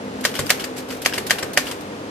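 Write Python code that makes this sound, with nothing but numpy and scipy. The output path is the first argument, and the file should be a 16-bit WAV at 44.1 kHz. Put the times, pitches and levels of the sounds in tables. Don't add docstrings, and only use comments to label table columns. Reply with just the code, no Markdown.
import sys
import numpy as np
from scipy import signal
from scipy.fft import rfft, irfft
from scipy.io import wavfile
from scipy.ndimage import uniform_filter1d

SR = 44100
rng = np.random.default_rng(int(sys.argv[2]) if len(sys.argv) > 2 else 0)


def unload_audio(sound):
    columns = np.transpose(np.atleast_2d(sound))
    steps = np.round(np.clip(columns, -1, 1) * 32767)
    wavfile.write(sys.argv[1], SR, steps.astype(np.int16))


def invert_db(level):
    return 10 ** (np.asarray(level, dtype=float) / 20)


N = 92610

# f/Hz, level/dB per Hz
HUM_TONE = [(18, -63), (30, -48), (48, -13), (208, -10), (505, -4.5), (591, -7.5), (6050, -29),
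            (13600, -41.5), (15500, -72)]
# f/Hz, bandwidth/Hz, level/dB
HUM_DRONES = [(102.7, 1.3, -54.5), (145.3, 3.2, -52.5), (207.4, 39, -43), (257.3, 24, -40),
              (295, 46, -42.5), (390.6, 3.4, -48), (463, 107, -41)]
# f/Hz, likeness
HUM_LIKENESS = [(40, 0.91), (120, 1), (300, 1), (520, 0.74), (1000, 0.39), (4000, 0.12)]
HUM_DB, SWELL_DB, HUM_LAG_S = -33, 0.7, 0.00032
WANDER_DB, WANDER_HZ = 2, 4.89

# t/s, peak level/dB, length/s
KEY_PRESSES = [
    (0.207, -29.5, 0.0043),
    (0.459, -26.5, 0.028),
    (1.0168, -22, 0.0056),
    (1.264, -21.5, 0.0087),
    (1.5315, -23.5, 0.006),
    (1.806, -35.5, 0.009),
]
# f/Hz, level/dB per Hz
KEY_TONE = [(1530, -3), (2600, 3), (4470, 5), (6090, 2), (10300, 1.5), (11900, 2.5), (15000, -1.5)]

# t/s, peak level/dB
LINK_TICKS = [(0.2355, -26), (0.316, -26), (0.365, -21), (.3747, -30), (.389, -22), (.4032, -24),
              (.4137, -26), (.467, -22), (0.496, -11.5), (.5113, -21), (.5312, -41), (0.6067, -27),
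              (.6425, -17.5), (.767, -36), (0.779, -26), (.897, -30), (.909, -25), (0.92, -26),
              (.9263, -24), (.9487, -35), (1.019, -32), (1.0226, -44), (1.095, -23), (1.1256, -17.5),
              (1.1418, -15.5), (1.1434, -34), (1.1486, -43), (1.1636, -27), (1.1693, -31), (1.1822, -14),
              (1.1887, -33), (1.2655, -28), (1.269, -31), (1.3945, -34), (1.400, -28), (1.4311, -18),
              (1.439, -28), (1.536, -35), (1.567, -24), (1.592, -22), (1.596, -24), (1.605, -25),
              (1.6723, -31), (1.68, -30), (1.6892, -24.5), (1.7025, -31), (1.7443, -32)]
# f/Hz, level/dB, t60/s, left-right/dB
LINK_MODES = [(1613, 2, 0.019, 4), (2170, -2.5, 0.017, -16), (2910, 0.5, 0.019, -5), (3700, -15, 0.0058, 6),
              (4970, 1, 0.016, 10), (6700, -31, 0.0034, 2), (8180, -6, 0.012, 18), (11100, -9, 0.0085, 8),
              (12900, -11, .006, 1.1)]

STRIKE_TIMES = [.2507, .5033, 1.0599, 1.3073, 1.5740]
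# peak level/dB, clatter level/dB, crack level/dB, rebound level/dB
STRIKE_LEVELS = [
    (-1.9, -16.5, -11, -17),
    (0, -15, -5, -11),
    (-1.5, -19, -11, -20),
    (0, -16, -7, -12),
    (2, -14.5, -10, -11),
]
# lead/s, level/dB
BAR_SWINGS = [
    (.012, -25),
    (.0108, -21.5),
    (.012, -23.5),
    (0.011, -22.5),
    (0.0051, -25),
]
# f/Hz, level/dB, t60/s, left-right/dB
PLATEN_MODES = [(599, -9, 0.039, -4.5), (710, -7.5, 0.036, -5), (1106, -16, 0.074, -6),
                (1243, -7.5, 0.029, -8.5), (1700, -10, 0.023, -18), (1910, 9.5, 0.0078, 3.5),
                (1846, -4.5, 0.018, -13.5), (2110, -13, 0.024, 18), (2260, -13.5, 0.042, -8),
                (2784, -12, 0.032, 13.5), (3165, -6.5, 0.03, 9), (4300, -19.5, 0.05, -20),
                (4870, -13, 0.022, 27), (6340, -11, 0.023, -13)]
# f/Hz, level/dB, t60/s, left-right/dB
RACK_MODES = [(1550, -7, .016, 0), (2400, -9, .014, 1), (2900, 0, .017, 2), (3150, -5, .014, 2),
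              (4700, -9, .012, 2)]
# f/Hz, level/dB per Hz
CLATTER_TONE = [(950, -12), (1500, -4.5), (2080, -5.5), (5400, -7), (6060, -7), (10100, -13.5),
                (13900, -15), (15000, -28)]
SWING_RISE_S, SWING_FALL_DB, REBOUND_S = 0.003, -150, 0.0066
CRACK_RISE_S, CRACK_T60 = 0.0007, 0.019
CLATTER_RISE_S, CLATTER_T60, SHAKE_DB, SHAKE_T60 = 0.003, 0.078, -13.5, 0.37

# t/s, peak level/dB, length/s, ring level/dB
CARRIAGE_STEPS = [
    (.340, -29, 0.0069, 2),
    (.3525, -26, 0.032, 7),
    (.5965, -26.5, 0.028, 8),
    (.9035, -29.5, 0.01, 4.5),
    (1.135, -22.5, 0.029, 6.5),
    (1.384, -24.5, 0.011, 5.5),
    (1.654, -31.5, 0.0076, -6),
    (1.6675, -28, 0.038, 9.5),
]
# f/Hz, level/dB per Hz
ESCAPEMENT_TONE = [(530, -11), (900, -3.5), (2540, -2), (2890, 1), (7060, -8), (12500, -9.5), (15000, -15),
                   (15500, -22)]

# t/s, peak level/dB, length/s, ring level/dB
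BAR_RETURNS = [
    (.3905, -13, 0.0021, -7.5),
    (.6385, -22, 0.0099, -4.5),
    (1.1775, -17.5, 0.0068, -3.5),
    (1.4255, -20, 0.0047, 1),
    (1.7115, -20.5, 0.0051, -10),
]
# f/Hz, level/dB per Hz
BAR_TONE = [(410, -11), (1100, -1.5), (2160, -2.5), (6100, -7), (7800, -5.5), (9600, -9.5), (14200, -12),
            (15500, -20)]
# f/Hz, level/dB, t60/s, left-right/dB
REST_MODES = [(1250, -7, .035, 0), (1530, -4, .035, 0), (1850, -1, .04, 1), (2050, 0, .04, 2),
              (2370, -4, .03, 2), (4900, -9, .02, 2)]

# t/s, peak level/dB
DESK_THUDS = [
    (0.391, -15.5),
    (0.639, -38),
    (0.906, -27),
    (1.18, -25.5),
    (1.426, -25),
    (1.64, -30.5),
    (1.714, -29.5),
]
# f/Hz, level/dB, t60/s, left-right/dB
DESK_MODES = [(69, -3.5, 0.089, 3.5), (97.5, -6.5, 0.33, -4.5), (140, -6, 0.14, 5), (213, -7, 0.11, -4),
              (312, -16, 0.069, 0), (390.5, 3, 0.096, -2), (471.4, -6, 0.24, 2), (552, 7, 0.034, 3)]

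# t/s, peak level/dB, length/s
SPACE_RATTLES = [
    (0.7615, -24.5, 0.018),
    (0.778, -24.5, 0.025),
    (0.8824, -30, 0.021),
    (0.919, -26.5, 0.021),
    (0.941, -32, 0.011),
    (0.964, -35.5, 0.012),
]
# f/Hz, level/dB per Hz
SPACE_BAR_TONE = [(530, -38), (900, -16), (1210, -6), (4900, -6.5), (9820, -10), (13500, -11.5),
                  (15000, -14)]

# f/Hz, likeness
KEYS_LIKENESS = [(60, 0.75), (180, 0.89), (550, 0.96), (1650, 0.78), (4970, 0), (15000, -0.0)]
# f/Hz, left-right/dB
KEYS_TILT = [(60, 11), (180, 15), (550, -7), (1650, 5), (4970, 1.5), (15000, 0.2)]
KEYS_LAG_S, CONTACT_S, GRAIN_DB = 0.00003, 0.0004, 1.5
RELEASE_T60, LOOSE_DB, LOOSE_T60 = 0.072, -14, 0.39

# f/Hz, t60/s
ROOM_T60 = [(300, 0.86), (2000, 0.28), (8000, 0.14), (15000, 0.43)]
ROOM_DB = -13.5
EDGE_HZ, LOW_CUT_HZ = 14720, 74
GATE_HZ, GATE_DB = 8000, -84.5
HUSH_S, HUSH_HZ, HUSH_SHARE = 0.018, 4500, 0.22


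def evened(x):
    return x / np.sqrt(np.mean(x ** 2) + 1e-20)


def read(points, hz):
    f, value = np.transpose(points)
    return np.interp(np.log(hz + 1), np.log(f + 1), value)


def add(mix, s, sound):
    part = mix[..., round(s * SR):][..., :sound.shape[-1]]
    part += sound[..., :part.shape[-1]]


def noise_spectrum():
    return rfft(rng.standard_normal((2, N)))


def coloured(tone, low_slope_db=12):
    hz = np.fft.rfftfreq(N, 1 / SR)
    fall = low_slope_db * np.minimum(np.log2((hz + 1) / tone[0][0]), 0)
    return evened(irfft(noise_spectrum() * invert_db(read(tone, hz) + fall), N))


def ports(pair, likeness, lag_s, tilt):
    hz = np.fft.rfftfreq(N, 1 / SR)
    a, b = rfft(pair)
    c = np.clip(read(likeness, hz), 0, 1)
    half = np.exp(1j * np.pi * hz * lag_s) * invert_db(0.5 * read(tilt, hz))
    return irfft(np.array([a * half, (c * a + np.sqrt(1 - c ** 2) * b) / half]), N)


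def ring(modes, spread_db, detune, blow_s, apart_hz):
    t = np.arange(round(0.3 * SR)) / SR
    hz, db, t60, side_db = np.transpose(modes)[:, :, None]
    luck = rng.standard_normal((len(modes), 3))
    size = invert_db(db + spread_db * luck[:, :1] - 60 * t / t60)
    turn = 2 * np.pi * hz * (1 + detune * luck[:, 1:2]) * t
    shift = (hz / apart_hz) ** 2 * luck[:, 2:]
    pair = np.array([(size * invert_db(k * side_db / 2) * np.sin(turn + k * shift)).sum(0) for k in (1, -1)])
    pair = pair * np.minimum(t / blow_s, 1)
    return pair / abs(pair.mean(0)).max()


def grain():
    return invert_db(GRAIN_DB * evened(uniform_filter1d(rng.standard_normal(N), size=50)))


def rattles(rows, tone, modes, rise_s, crest_db):
    rings, shape, t = np.zeros((2, N)), np.zeros(N), np.arange(SR // 2) / SR
    for s, db, length, *ring_db in rows:
        late = np.maximum(t - length, 0)
        release = invert_db(-60 * late / RELEASE_T60 - 237 * t)
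        loose = invert_db(LOOSE_DB - 60 * t / LOOSE_T60)
        rise = np.minimum(t / rise_s, 1)
        add(shape, s + CONTACT_S, invert_db(db - crest_db) * rise * (release + loose))
        if modes is not None:
            add(rings, s + CONTACT_S, invert_db(db + ring_db[0]) * ring(modes, 1.5, 0.015, 0.0007, 6000))
    return rings + ports(shape * grain() * coloured(tone), KEYS_LIKENESS, KEYS_LAG_S, KEYS_TILT)


def wander(count):
    t = np.arange(0, N, 64) / SR
    f = np.geomspace(0.4, WANDER_HZ, num=12)[:, None]
    rows = []
    for _ in range(count):
        waves = np.sin(2 * np.pi * (f * t + rng.random((12, 1)))) / np.sqrt(f)
        rows.append(evened(waves.sum(0)).repeat(64)[:N])
    return rows


def hum():
    hz, t = np.fft.rfftfreq(N, 1 / SR), np.arange(N) / SR
    drones = np.zeros((2, N))
    for (f, width, db), drift in zip(HUM_DRONES, wander(len(HUM_DRONES))):
        resonance = 1 / (1 + (2 * (hz - f) / width) ** 2)
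        drones += invert_db(db + WANDER_DB * drift) * evened(irfft(noise_spectrum() * resonance, N))
    swell = np.zeros(N)
    for f in np.geomspace(0.5, 8, num=16):
        swell += np.sin(2 * np.pi * (f * t + rng.random())) / np.sqrt(f)
    broad = invert_db(HUM_DB + SWELL_DB * evened(swell)) * coloured(HUM_TONE)
    return ports(broad + drones, HUM_LIKENESS, HUM_LAG_S, [(100, 0.082), (9000, 1.0)])


def key_presses():
    return rattles(KEY_PRESSES, KEY_TONE, None, rise_s=0.003, crest_db=5.5)


def link_ticks():
    out = np.zeros((2, N))
    for s, db in LINK_TICKS:
        add(out, s, invert_db(db) * ring(LINK_MODES, 4.5, 0.06, 0.0003, 3500))
    return out


def strikes():
    slap, shape, t = np.zeros((2, N)), np.zeros(N), np.arange(SR // 2) / SR
    for s, levels, (lead, swing_db) in zip(STRIKE_TIMES, STRIKE_LEVELS, BAR_SWINGS):
        db, clatter_db, crack_db, rebound_db = levels
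        add(slap, s, invert_db(db) * ring(PLATEN_MODES, 0.9, 0.0087, 0.00046, 4160))
        add(slap, s + REBOUND_S, invert_db(rebound_db) * ring(PLATEN_MODES, 1.6, 0.015, 0.0006, 2900))

        crack = np.minimum(t / CRACK_RISE_S, 1) * invert_db(crack_db - 60 * t / CRACK_T60)
        decay = invert_db(-60 * t / CLATTER_T60) + invert_db(SHAKE_DB - 60 * t / SHAKE_T60)
        clatter = invert_db(clatter_db) * np.minimum(t / CLATTER_RISE_S, 1) * decay
        add(shape, s, crack + clatter)

        u = t[t < lead + CRACK_RISE_S]
        add(shape, s - lead, invert_db(swing_db + SWING_FALL_DB * u) * np.minimum(u / SWING_RISE_S, 1))
        release = invert_db(swing_db + 3) * ring(RACK_MODES, 2.5, 0.02, 0.001, 3000)
        add(slap, s - lead + SWING_RISE_S / 2, release)
    noise = shape * grain() * coloured(CLATTER_TONE, low_slope_db=3)
    return slap + ports(noise, KEYS_LIKENESS, KEYS_LAG_S, KEYS_TILT)


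def carriage_steps():
    return rattles(CARRIAGE_STEPS, ESCAPEMENT_TONE, RACK_MODES, rise_s=0.00061, crest_db=3.8)


def bar_returns():
    return rattles(BAR_RETURNS, BAR_TONE, REST_MODES, rise_s=0.0012, crest_db=5.5)


def desk_thuds():
    out = np.zeros((2, N))
    for s, db in DESK_THUDS:
        add(out, s, invert_db(db) * ring(DESK_MODES, 1.5, 0.02, 0.003, 3000))
    return out


def space_bar():
    return rattles(SPACE_RATTLES, SPACE_BAR_TONE, None, rise_s=0.0056, crest_db=10.2)


def room(x):
    taps = np.zeros((2, SR // 2))
    at = np.arange(400, SR // 2 - 20, 20) + rng.integers(0, 20, (2, (SR // 2 - 401) // 20))
    np.put_along_axis(taps, at, rng.choice([-1., 1.], at.shape), 1)
    hz, t, z = signal.stft(taps, SR, nperseg=256)
    decay = invert_db(-60 * t / read(ROOM_T60, hz)[:, None])
    tail = signal.istft(z * decay, SR, nperseg=256)[1]
    return signal.fftconvolve(x[None], tail / np.linalg.norm(tail[0]), axes=1)[:, :N]


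def scene():
    machine = key_presses() + link_ticks() + strikes() + carriage_steps()
    machine = machine + bar_returns() + desk_thuds() + space_bar()
    return hum() + machine + invert_db(ROOM_DB) * room(machine[0])


def gate(x):
    hz, _, z = signal.stft(x, SR, nperseg=1024, noverlap=512)
    band = abs(z[:, :512] ** 2).reshape(2, 64, 8, -1).mean((0, 2)).repeat(8, 0)
    keep = np.clip((10 * np.log10(band + 1e-20) - GATE_DB) / 2, 0, 1)
    keep = np.minimum(keep + (hz[:512, None] < GATE_HZ), 1)
    return signal.istft(z * np.pad(keep, ((0, 1), (0, 0))), SR, nperseg=1024, noverlap=512)[1][:, :N]


def hush(x):
    hz, t, z = signal.stft(x, SR, nperseg=128, noverlap=64)
    lost = rng.random((16, len(t) // 2 + 1)) < HUSH_SHARE
    lost = lost.repeat(4, 0).repeat(2, 1)[:, :len(t)]
    swings = [s - lead for s, (lead, _) in zip(STRIKE_TIMES, BAR_SWINGS)]
    attacks = np.array([row[0] for row in KEY_PRESSES[2:5]] + swings[1::3])[:, None]
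    ahead = ((t < attacks - 0.002) & (t > attacks - HUSH_S)).any(0)
    keep = 1 - lost * (hz[:64, None] > HUSH_HZ) * ahead
    return signal.istft(z * np.pad(keep, ((0, 1), (0, 0))), SR, nperseg=128, noverlap=64)[1][:, :N]


def low_pass(x):
    return signal.sosfilt(signal.butter(12, 15920, fs=SR, output="sos"), x)


def record(dry):
    treble_cut = signal.firwin(255, EDGE_HZ, window=("kaiser", 7), fs=SR)
    limited = signal.oaconvolve(dry, treble_cut[None], "same")
    limited = signal.sosfilt(signal.butter(2, LOW_CUT_HZ, "high", fs=SR, output="sos"), limited)
    mix = np.clip(hush(gate(limited)), -0.98, 0.98)
    return low_pass(mix)


dry = scene()
out = record(dry)
unload_audio(out)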